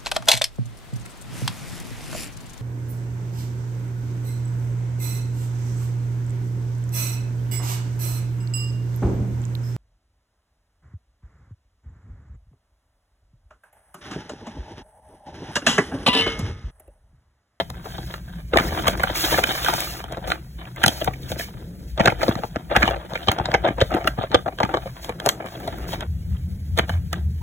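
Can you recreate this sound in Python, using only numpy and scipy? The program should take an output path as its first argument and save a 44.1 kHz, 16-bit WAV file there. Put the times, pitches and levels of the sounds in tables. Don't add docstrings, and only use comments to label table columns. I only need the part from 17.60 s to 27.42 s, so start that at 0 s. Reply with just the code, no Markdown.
import sys
import numpy as np
from scipy import signal
from scipy.fft import rfft, irfft, next_fast_len
from scipy.io import wavfile
from scipy.ndimage import uniform_filter1d, minimum_filter1d

SR = 44100
rng = np.random.default_rng(int(sys.argv[2]) if len(sys.argv) > 2 else 0)


def unload_audio(sound):
    columns = np.transpose(np.atleast_2d(sound))
    steps = np.round(np.clip(columns, -1, 1) * 32767)
    wavfile.write(sys.argv[1], SR, steps.astype(np.int16))


def invert_db(x):
    u = np.asarray(x, float) / 20
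    return 10 ** u


N = 433062
CHANGE_S = 8.468
LEAD_S = 0.02

# (resonance [Hz], width [Hz], level [dB])
PANELS = [(341, 37, 1.5), (610, 173, -2), (709, 94, 5.5), (873, 104, -8), (1024, 224, -13),
          (1598, 150, -24), (2150, 410, -60), (2870, 2800, -36.5), (3620, 530, -17)]


def rms_one(x):
    return x / np.sqrt(np.mean(x ** 2) + 1e-20)


def at_hz(points, hz):
    table = np.array(points)
    return invert_db(np.interp(np.log(hz + 1), np.log(table[:, 0]), table[:, 1]))


def colour(x, points):
    size = next_fast_len(N)
    gain = at_hz(points, np.fft.rfftfreq(size, 1 / SR))
    return irfft(rfft(x, size) * gain, size)[..., :N]


def drift(rate):
    r = np.exp(-40 * np.pi * rate / SR)
    slow = signal.lfilter([1], [1, -2 * r, r * r], rng.standard_normal(N // 20 + 2002))[2000:]
    return np.interp(np.arange(N) / 20, np.arange(len(slow)), rms_one(slow))


def resonance(x, hz, width_hz):
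    r = np.exp(-np.pi * width_hz / SR)
    poles = [1, -2 * r * np.cos(2 * np.pi * hz / SR), r * r]
    return signal.lfilter([(1 - r * r) / 2, 0, (r * r - 1) / 2], poles, x + 1e-18)


def cut(x, hz, kind, order=2):
    return signal.sosfilt(signal.butter(order, hz, kind, fs=SR, output="sos"), x)


def reflections(x, t60, level_db):
    t = np.arange(int(0.25 * SR)) / SR
    tail = rng.standard_normal(len(t)) * invert_db(-60 * t / t60) * (t > 0.001)
    return invert_db(level_db) * signal.fftconvolve(x, tail / np.linalg.norm(tail))[:N]


def grains(per_s, spread_db, clump_db):
    sizes = invert_db(spread_db * np.minimum(rng.exponential(1, N), 3.5)) * rng.choice([-1, 1], N)
    return sizes * (rng.random(N) < per_s / SR) * invert_db(clump_db * drift(30))


def strokes(rows, rest_db):
    take_up_db_per_s, let_go_db_per_s = 892, 311
    t, power = np.arange(0, N + 64, 64) / SR, invert_db(2 * rest_db)
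    for s, length, db in rows:
        rise = take_up_db_per_s * np.maximum(s - t, 0)
        fall = let_go_db_per_s * np.maximum(t - s - length, 0)
        heard = (t < CHANGE_S) | (s > CHANGE_S)
        power = power + invert_db(2 * (db - np.minimum(rise + fall, 100))) * heard
    return np.interp(np.arange(N) / SR, t, 10 * np.log10(power))


def rumble():
    # (time [s], level [dB])
    shaking = [(0.0, -36.5), (0.91, -37), (0.96, -26.5), (2.07, -38.5), (4.32, -36.5), (4.47, -33),
               (5.03, -39.5), (5.31, -24.5), (5.4, -43), (5.9, -31.5), (7.73, -45), (8.44, -25.5)]
    # (frequency [Hz], width [Hz], level [dB])
    room_modes = [(40.7, 70, -10), (56.6, 17, -2.5), (77.3, 16, -0.5), (126, 24, -0.5), (170.6, 31, -1),
                  (205, 74, -20)]
    since = np.arange(N) / SR - CHANGE_S
    times, levels = np.transpose(shaking)
    shaking_db = np.interp(np.arange(N) / SR, times, levels)
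    later_db = -26.5 + 2 * since
    deep_db = uniform_filter1d(np.where(since < 0, shaking_db, later_db), size=800)
    modes = []
    for hz, width_hz, db in room_modes:
        once = resonance(rng.standard_normal(N), hz, 1.08 * width_hz)
        mode = rms_one(resonance(once, hz, 1.08 * width_hz))
        modes.append(invert_db(db + 2.3 * drift(5.6)) * mode)
    modes[2] = modes[2] * invert_db(11.5 * np.clip(since * 100, -1, 1))
    modes[0] = modes[0] * invert_db(7.9 * np.maximum(since, 0))
    deep = sum(modes[:3])
    deep = deep / np.sqrt(uniform_filter1d(deep ** 2, size=SR))
    upper_db = -38.5 + 0.45 * (deep_db + 36.5)
    return invert_db(deep_db + 1.0) * deep + invert_db(upper_db) * rms_one(sum(modes[3:]))


def faint_hiss():
    # (frequency [Hz], density [dB per Hz])
    spectrum = [(250, 25.5), (500, 1.5), (1000, 4), (2000, 3), (3800, -19), (4700, -26), (8000, 3),
                (15500, 0)]
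    noise = cut(colour(rng.standard_normal(N), spectrum), 150, "high")
    return invert_db(-53.5 + 0.67 * drift(7.0)) * rms_one(noise)


def dragging():
    # (start [s], length [s], level [dB])
    drags = [
        (.97, 0.42, -32.5),
        (1.72, 0.17, -33),
        (3.45, 0.6, -44.5),
        (3.9, 0.37, -46),
        (7.55, 0.2, -40),
        (7.95, 0.49, -38),
        (8.7, 0.31, -55),
        (9.3, 0.47, -63),
    ]
    rub = cut(cut(rng.standard_normal(N), 130, "high"), 433, "low", order=3)
    return invert_db(strokes(drags, rest_db=-60.0) + 1.56 * drift(17)) * rms_one(rub)


def sliding():
    # (start [s], length [s], hiss level [dB])
    slides = [(0.0, 0.012, -52), (.25, 0.31, -52.5), (.96, 0.26, -42.5), (1.27, 0.032, -37),
              (1.38, 0.15, -47.5), (1.56, 0.23, -31), (1.86, 0.39, -36), (2.25, 0.13, -42.5),
              (2.68, 0.026, -42.5), (3.2, 0.033, -51.5), (3.3, 0.12, -43), (3.44, 0.0052, -41),
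              (3.535, 0.007, -53.5), (3.62, 0.025, -53), (3.69, 0.031, -43.5), (3.79, 0.035, -38.5),
              (4.42, 0.095, -51), (4.28, 0.027, -57), (4.59, 0.028, -52), (4.62, 0.056, -43.5),
              (4.72, 0.16, -54), (5.16, 0.013, -48), (5.2, 0.085, -46), (5.5, 0.25, -56.5),
              (5.9, 0.034, -60), (6.47, 0.01, -46), (6.2, 0.22, -57.5), (7.0, 0.46, -59.5),
              (7.43, 0.019, -45.5), (7.64, 0.033, -53), (7.86, 0.38, -54.5), (8.28, 0.06, -44.5),
              (9.17, 0.025, -51), (9.28, 0.062, -54.5)]
    # (frequency [Hz], density [dB per Hz])
    fibre_spectrum = [(1500, -3), (3000, -3), (4500, 4), (6000, -0.5), (9000, -5.5), (15500, -2.5)]
    fibres = colour(grains(per_s=24000, spread_db=1.5, clump_db=1.5), fibre_spectrum)
    return invert_db(strokes(slides, rest_db=-63) + 7.5) * rms_one(fibres)


def handling():
    # (start [s], length [s], panel rustle [dB], crease crackle [dB])
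    grips = [(0.146, 0.42, -47.5, -47), (0.643, 0.15, -54, -51.5), (0.933, 0.42, -35, -36.5),
             (1.423, 0.31, -40, -34), (1.635, 0.6, -37.5, -32), (2.238, 0.33, -43, -46),
             (2.635, 0.12, -38.5, -43.5), (2.994, 0.082, -48.5, -46.5), (3.17, 0.13, -40, -40),
             (3.28, 0.23, -42, -60), (3.527, 0.49, -66, -54), (3.953, 0.34, -74, -72),
             (4.408, 0.089, -28.5, -39), (4.588, 0.17, -36, -42), (4.757, 0.27, -48.5, -52.5),
             (5.112, 0.2, -30, -33.5), (5.395, 0.23, -44.5, -49), (5.682, 0.3, -37.5, -44.5),
             (5.975, 0.88, -65, -111), (7.183, 0.36, -49, -52), (7.604, 0.22, -39, -62),
             (7.858, 0.57, -43.5, -45.5), (8.72, 0.08, -71, -60), (9.19, 0.051, -44, -47),
             (9.3, 0.059, -49, -48), (9.534, 0.05, -45, -49)]
    # (start [s], length [s], panel rustle [dB], crease crackle [dB])
    shakes = [
        (6.046, 0.029, -27.5, -36.5),
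        (6.182, 0.038, -36, -45),
        (6.314, 0.037, -27.5, -38),
        (6.452, 0.02, -33, -65),
        (6.589, 0.052, -46, -40),
        (6.726, 0.083, -49, -77.5),
        (6.87, 0.062, -47.5, -66),
        (7.015, 0.043, -38, -46),
        (7.104, 0.059, -34.5, -44),
    ]
    s, length, panel_db, crackle_db = np.transpose(grips + shakes)
    panel = strokes(zip(s, length, panel_db), rest_db=-71)
    crackle = strokes(zip(s, length, crackle_db), rest_db=-72.5)
    return panel, crackle


def rustle(panel_db, crackle_db):
    buckles = grains(per_s=1900, spread_db=3.4, clump_db=3.2)
    dealt = rng.integers(0, 3, N)
    walls = []
    for k, (hz, width_hz, level_db) in enumerate(PANELS):
        flutter_db = 3.5 * drift(15)
        ring = resonance(buckles * (dealt == k % 3), hz, 1.3 * width_hz)
        walls.append(invert_db(level_db + flutter_db) * rms_one(ring))
    low = rms_one(cut(sum(walls[:4]), 1960, "low"))
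    high = rms_one(cut(sum(walls[4:]), 3850, "low", order=6))
    return invert_db(panel_db + 5.5) * low + invert_db(crackle_db + 3.5) * high


def pops():
    # (time [s], level [dB], pitch [Hz], bright tick [dB])
    small_buckles = [(0.941, -7, 1180, -34), (0.9721, -1, 1930, -20.5), (0.9843, 1.5, 1220, -31.5),
                     (1.017, -19, 2030, -37), (1.0864, -22, 1960, -42), (1.1974, -18, 1640, -26),
                     (1.27, 0, 1170, -28), (1.3294, -24, 1640, -44), (1.3744, -23, 1760, -26),
                     (1.554, -17, 2220, -49), (1.6044, -25.5, 1680, -20), (1.7424, -8, 1710, -27),
                     (1.7759, -7, 1430, -32), (1.8377, -4.5, 1560, -30), (1.8695, -18, 1600, -33),
                     (1.9699, -25, 1190, -35), (2.0608, -7, 1490, -29), (2.0835, -1, 1190, -29),
                     (2.139, -18, 1660, -39), (2.2044, -21, 3630, -11), (2.271, -21, 1220, -35),
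                     (2.481, -26, 1280, -39), (2.5445, -25, 1610, -54), (2.992, -37, 1190, -54),
                     (3.052, -27, 2420, -44), (3.1605, -25, 2060, -31), (3.2326, -6, 3490, -15.5),
                     (3.444, -18, 1530, -16), (3.508, -24, 1120, -50), (3.5354, -22, 1880, -37),
                     (3.6162, -46, 3690, -53), (3.6311, -28, 3700, -43), (3.7005, -29, 1650, -29),
                     (3.8078, -16, 1670, -38), (7.6893, -7.5, 3270, -19), (7.7927, -36, 1160, -65),
                     (7.86, -33, 1750, -28), (8, -30.5, 1750, -32), (8.1833, -27, 1290, -30),
                     (8.23, -33, 1610, -56)]
    # (time [s], level [dB], pitch [Hz], bright tick [dB])
    large_buckles = [(4.4094, -6, 1800, -41), (4.4363, -17, 1210, -43), (4.4568, 2, 1690, -25),
                     (4.4994, -12, 2040, -45), (4.5444, -30, 1940, -52), (4.6924, -20, 1310, -21),
                     (5.1004, -24, 1590, -54), (5.1174, -24, 1540, -54), (5.1377, -17.5, 1050, -47),
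                     (5.1514, -9, 1360, -42), (5.1617, 3, 1730, -35), (5.1704, -10, 1300, -20),
                     (5.224, -6.5, 1700, -39), (5.2354, -11.5, 1640, -40), (5.2544, -9, 1270, -34),
                     (5.2994, -23, 1100, -30), (5.4236, -34, 1170, -55), (5.5742, -20.5, 1750, -49),
                     (5.7164, -29, 1370, -11), (5.9389, -7.5, 1880, -42), (6.0844, -17, 1520, -47),
                     (6.2034, -10, 2950, -42), (6.3046, -18, 1290, -35), (6.3465, -18.5, 1410, -24),
                     (6.3674, -22, 1110, -48), (6.3824, -30, 1550, -50), (6.4742, -6, 1900, -11.5),
                     (6.5884, -20, 1200, -55), (6.6403, -25, 1350, -59), (6.7474, 0, 1150, -34),
                     (6.79, -23.5, 1210, -55), (6.8864, -29, 1270, -55), (6.986, -18.5, 1210, -45),
                     (7.0015, -10, 1140, -45), (7.0334, -11, 1140, -41), (7.0484, -12, 1210, -50),
                     (7.0913, -16.5, 1270, -39), (7.1454, -12, 1240, -52), (7.1696, -21, 1130, -52),
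                     (7.2734, -22.5, 1190, -53)]
    # (time [s], level [dB], pitch [Hz], bright tick [dB])
    flips = [(1.4336, -1.5, 1470, -9), (4.477, 2, 1400, -35), (4.609, -19, 2000, -50),
             (5.946, -13, 3200, -41), (6.217, -14, 3030, -40), (6.862, -23, 1340, -49),
             (7.66, -17, 1200, -38), (8.767, -36, 2870, -67), (9.293, -13, 1480, -49),
             (1.838, -6, 3060, -28), (3.794, -19.5, 2470, -22), (5.717, -12, 3180, -33),
             (6.475, -7, 2630, -28), (9.538, -17.5, 1530, -43)]
    rise_s, t60_s = 0.0016, 0.013
    damping = 0.099
    out, t = np.zeros(N + 2000), np.arange(1500) / SR
    decay = invert_db(-60 * t / t60_s)
    for s, db, hz, tick_db in small_buckles + large_buckles + flips:
        push = rng.standard_normal(len(t)) * (1 - np.exp(-t / rise_s)) * decay
        ring = resonance(push, hz, damping * hz)
        tick = cut(push * decay, 3000, "high")
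        start = round(s * SR)
        out[start:start + len(t)] += invert_db(db - 5) * ring / np.abs(ring).max()
        out[start:start + len(t)] += invert_db(tick_db + 2.5) * tick / np.abs(tick).max()
    return out[:N] + reflections(out[:N], t60=0.12, level_db=-15)


def creases():
    # (time [s], panel [dB], edge [dB], crack [dB])
    pulled = [(0.0, -10, -15, -39), (0.1, -25, -37, -40.5), (0.256, -21, -109, -67), (0.539, -31, -25, -41),
              (0.934, -5.5, -17.5, -52), (0.958, -1.5, -39, -49), (0.971, -14, -9.5, -23.5),
              (1.121, -14, -59, -60), (1.258, -36, -27, -70), (1.28, -6.5, -10.5, -20),
              (1.396, -18, -21, -39), (1.436, -9.5, -21.5, -44), (1.498, -13, -26, -73),
              (1.725, -8.5, -23, -29), (1.74, -11, -25, -37), (1.784, -5, -15, -50),
              (1.837, -38, -16.5, -23), (2.046, -21.5, -21, -26), (2.085, -11.5, -24, -37),
              (2.137, -15, -30, -28)]
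    # (time [s], panel [dB], edge [dB], crack [dB])
    piled = [(2.44, -20, -34, -45), (2.523, -18.5, -45, -39), (2.571, -16, -38, -49),
             (2.625, -28.5, -47, -59), (2.674, -19, -36, -41), (2.701, -18, -24, -41),
             (2.717, -13.5, -13, -35), (3.237, -1.5, -7.5, -21.5), (3.261, -5.5, -15, -15),
             (3.28, -7.5, -12, -12.5), (3.413, -14.5, -26.5, -58), (3.474, -6, -22.5, -58),
             (3.717, -14.5, -29, -34.5), (3.796, -19.5, -27.5, -38), (7.446, -24, -31, -39),
             (7.493, -12, -29.5, -37.5), (7.599, -27, -27.5, -40), (7.661, -4, -22, -18.5),
             (7.689, -42, -14, -12), (7.842, -21, -60, -71), (8.075, -13.5, -29, -40.5),
             (8.332, -16, -25.5, -42), (8.407, -51, -26, -36.5), (9.175, -17, -23, -32),
             (9.187, -9.5, -12, -27), (9.294, -14, -25.5, -39), (9.529, -17.5, -21.5, -29.5)]
    # (time [s], panel [dB], edge [dB], air thump [dB])
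    turned = [(4.376, -18, -28.5, -31), (4.397, -5.5, -13.5, -16), (4.444, -23, -26, -23),
              (4.456, -6, -8, -26), (4.474, -0.5, -8, -17), (4.521, -12, -34, -27),
              (4.616, -19.5, -21, -33), (4.63, -8.5, -17, -40), (4.681, -6.5, -18.5, -8),
              (4.753, -23.5, -22, -24.5), (4.788, -18.5, -33, -30), (4.835, -10.5, -27.5, -28),
              (4.959, -12.5, -22, -22.5), (5.114, -10.5, -41, -29.5), (5.164, -10.5, -2.5, -20),
              (5.228, -13, -10.5, -17.5), (5.277, -5, -15, -31), (5.361, -20, -35, -31),
              (5.519, -20, -63, -32.5), (5.533, -18, -25, -52), (5.554, -17, -22, -33),
              (5.631, -27.5, -32.5, -41)]
    # (time [s], panel [dB], edge [dB], air thump [dB])
    shaken = [(5.684, -4.5, -9, -15), (5.715, -24, -16, -38), (5.785, -11, -23, -25.5),
              (5.798, -6.5, -32.5, -25), (5.855, -21, -16, -28), (5.886, -10.5, -39, -28),
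              (5.916, -21, -23, -32), (5.941, -1.5, -11, -23), (6.045, -6, -35, -36),
              (6.078, -9.5, -24.5, -26), (6.098, -21, -40, -24), (6.182, -14.5, -37, -31),
              (6.213, -5, -9, -8), (6.316, -12, -34, -34), (6.365, -11.5, -36, -43),
              (6.473, -8.5, -12, -21), (6.577, -13.5, -44, -21), (6.611, -15.5, -50, -39),
              (6.63, -9.5, -33, -23.5), (6.716, -21, -25, -32), (6.744, 2.5, -8, -17.5),
              (6.86, -13.5, -42, -27.5), (6.879, -8.5, -34, -30), (6.986, -22, -26.5, -41),
              (7.002, -5.5, -29, -26), (7.031, -10.5, -16, -20), (7.091, -16, -57.5, -35),
              (7.139, -3.5, -26, -25), (7.17, -11, -29, -33), (7.258, -21.5, -41.5, -27.5)]
    # (time [s], panel [dB], edge [dB], air thump [dB])
    sagged = [
        (0.381, -22, -34, -31),
        (0.998, -16, -20.5, -23),
        (3.702, -32, -42, -27.5),
        (3.759, -25, -36, -32.5),
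        (3.887, -30, -55, -44.5),
        (5.309, -12.5, -22.5, -27),
        (5.673, -19, -27.5, -24),
        (6.339, -10.5, -22, -19),
        (6.443, -21, -26.5, -28),
        (6.7, -41, -44, -30.5),
    ]
    rows = []
    for s, db, edge_db, crack_db in pulled + piled:
        rows.append((s, db, edge_db, crack_db, db - 8, False))
    for s, db, edge_db, thump_db in turned + shaken + sagged:
        rows.append((s, db, edge_db, edge_db - 19.5, thump_db + 8.0, True))
    return rows


def slips(t60, size):
    t = np.arange(size) / SR - LEAD_S
    chance, white = rng.random(size), rng.standard_normal(size)
    clumps = np.repeat(invert_db(rng.normal(0, 6.1, size // 64)), 64)
    creak = invert_db(-17 + 900 * np.minimum(t, 0)) * (t < 0.003)
    burst = np.clip(t / 0.0015, 0, 1) * invert_db(-60 * (np.maximum(t, 0) / t60) ** 1.23)
    drive = white * ((chance < 2500 / SR) + 0.17) * clumps * (creak + burst)
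    drive[round(LEAD_S * SR) + 30] += 2.75 * np.sign(white[0])
    return np.abs(t), drive


def struck(t60, size):
    t, drive = slips(t60, size)
    walls, bend = rng.normal(0, 4.5, len(PANELS)), rng.normal(0, 1.1, len(PANELS))
    rings = []
    for (hz, width_hz, db), own_db, shift in zip(PANELS, walls, bend):
        brief = drive * invert_db(-hz / 150 * t / t60)
        ring = resonance(brief, hz * invert_db(shift), 1.65 * width_hz)
        rings.append(invert_db(db + own_db) * np.sqrt(300 / width_hz) * ring)
    crack = drive * invert_db(-110 * t / t60)
    push = np.roll(drive * invert_db(-66.5 * t / t60), round(0.007 * SR))
    thump = resonance(push, 260 * invert_db(0.97 * walls[0]), 130)
    return sum(rings[1:5]), sum(rings[4:]), crack, thump, np.abs(push)


def snaps():
    out, size = np.zeros(N + 6000), 3584
    s, peak_db, edge_db, crack_db, thump_db, large = np.transpose(creases())
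    brightness_db = edge_db - peak_db + 1.0
    t60 = 0.039 * invert_db(-0.096 * brightness_db + 1.5 * rng.standard_normal(len(s)))
    sources = [struck(d, size) for d in np.clip(t60, 0.008, 0.07)]
    body, edge, crack, thump, push = np.swapaxes(sources, 0, 1)
    crack = cut(cut(crack, 4800, "high"), 3500, "low", order=1)
    dull = cut(crack, 7900, "low", order=5)
    crack = np.where(large[:, None] > 0, dull, crack)
    puff = resonance(cut(push, 55, "high"), 110, 71)
    parts = [(cut(body, 1200, "low", order=3), peak_db + 1.0),
             (cut(edge, 3880, "low", order=6), edge_db + 9.5),
             (crack, crack_db + 17.5),
             (cut(thump, 304, "low"), thump_db - 1.5),
             (puff, thump_db - 6.5)]
    sounds = sum(invert_db(db)[:, None] * x / np.abs(x).max(axis=1, keepdims=True) for x, db in parts)
    for start, sound in zip(np.round(s * SR).astype(int), sounds):
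        out[start:start + size] += sound
    return out[round(LEAD_S * SR):][:N]


def ports(x):
    # (frequency [Hz], level [dB])
    unlike = [(100, -27), (350, -17), (900, -16), (2600, -5), (3600, -11), (4300, -22), (5200, -20),
              (15000, -15)]
    # (frequency [Hz], phase [rad], level [dB])
    right_port = [(0, 0, -.6), (400, 0, -2), (700, -.2, -4), (880, -.5, -9), (960, 2.5, -7), (1200, 1.8, 0),
                  (1700, .4, 3), (2700, -1.6, 3), (3450, -1.5, 0), (4750, -np.pi, 0), (9000, -3 * np.pi, 0),
                  (13250, -5 * np.pi, 0), (14900, -6 * np.pi, 0)]
    size = next_fast_len(N)
    hz, (port_hz, phase, db) = np.fft.rfftfreq(size, 1 / SR), np.transpose(right_port)
    late = invert_db(np.interp(hz, port_hz, db)) * np.exp(1j * np.interp(hz, port_hz, phase))
    place = np.repeat(rng.integers(0, 5, N // 2000 + 1), 2000)[:N]
    scattered = np.zeros(N)
    for k in range(5):
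        there = uniform_filter1d(1.0 * (place == k), size=600)
        scattered += reflections(x * there, t60=0.008, level_db=6.5)
    own = colour(scattered, unlike)
    return np.array([x + own, irfft(rfft(x - own, size) * late, size)[:N]])


def joint_stereo(x, mid_db, side_db, jump_db):
    mid_side = np.array([x[0] + x[1], x[0] - x[1]]) / 2
    hz, _, both = signal.stft(mid_side, SR, nperseg=1024, noverlap=768)
    power = uniform_filter1d(np.abs(both) ** 2, size=11, axis=1)
    power = uniform_filter1d(power, size=7, axis=2) + 1e-16
    treble = 10 * np.log10(power[:, hz > 3000].sum(axis=(0, 1)))
    calm = minimum_filter1d(treble - np.roll(treble, 3) < jump_db, size=4)
    open_to_drop = (hz > 4300)[:, None] & calm
    both[0] *= ~(open_to_drop & (power[0] < power[1] * invert_db(2 * mid_db)))
    both[1] *= ~(open_to_drop & (power[1] < power[0] * invert_db(2 * side_db)))
    both *= ~((hz > 15850)[:, None] & calm)
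    mid, side = signal.istft(both, SR, nperseg=1024, noverlap=768)[1][:, :N]
    return np.array([mid + side, mid - side])


def scene():
    low = cut(rumble(), 25, "high")
    hiss = faint_hiss()
    paper = dragging() + sliding() + rustle(*handling()) + snaps()
    room = reflections(paper, t60=0.17, level_db=-15)
    n = np.arange(N)
    room = room * ((n < CHANGE_S * SR) | (n > (CHANGE_S + 0.25) * SR))
    return ports(paper + room + low + hiss + pops())


def roll_off(x):
    return signal.sosfilt(signal.butter(12, 16980, fs=SR, output="sos"), x)


def record(dry):
    rounded = 0.85 * np.tanh(dry)
    top_cut = signal.cheby2(10, 40, 16900, fs=SR, output="sos")
    mix = joint_stereo(signal.sosfilt(top_cut, rounded), mid_db=-6.0, side_db=-5.0, jump_db=13.5)
    return roll_off(mix)


dry = scene()
out = record(dry)
unload_audio(out)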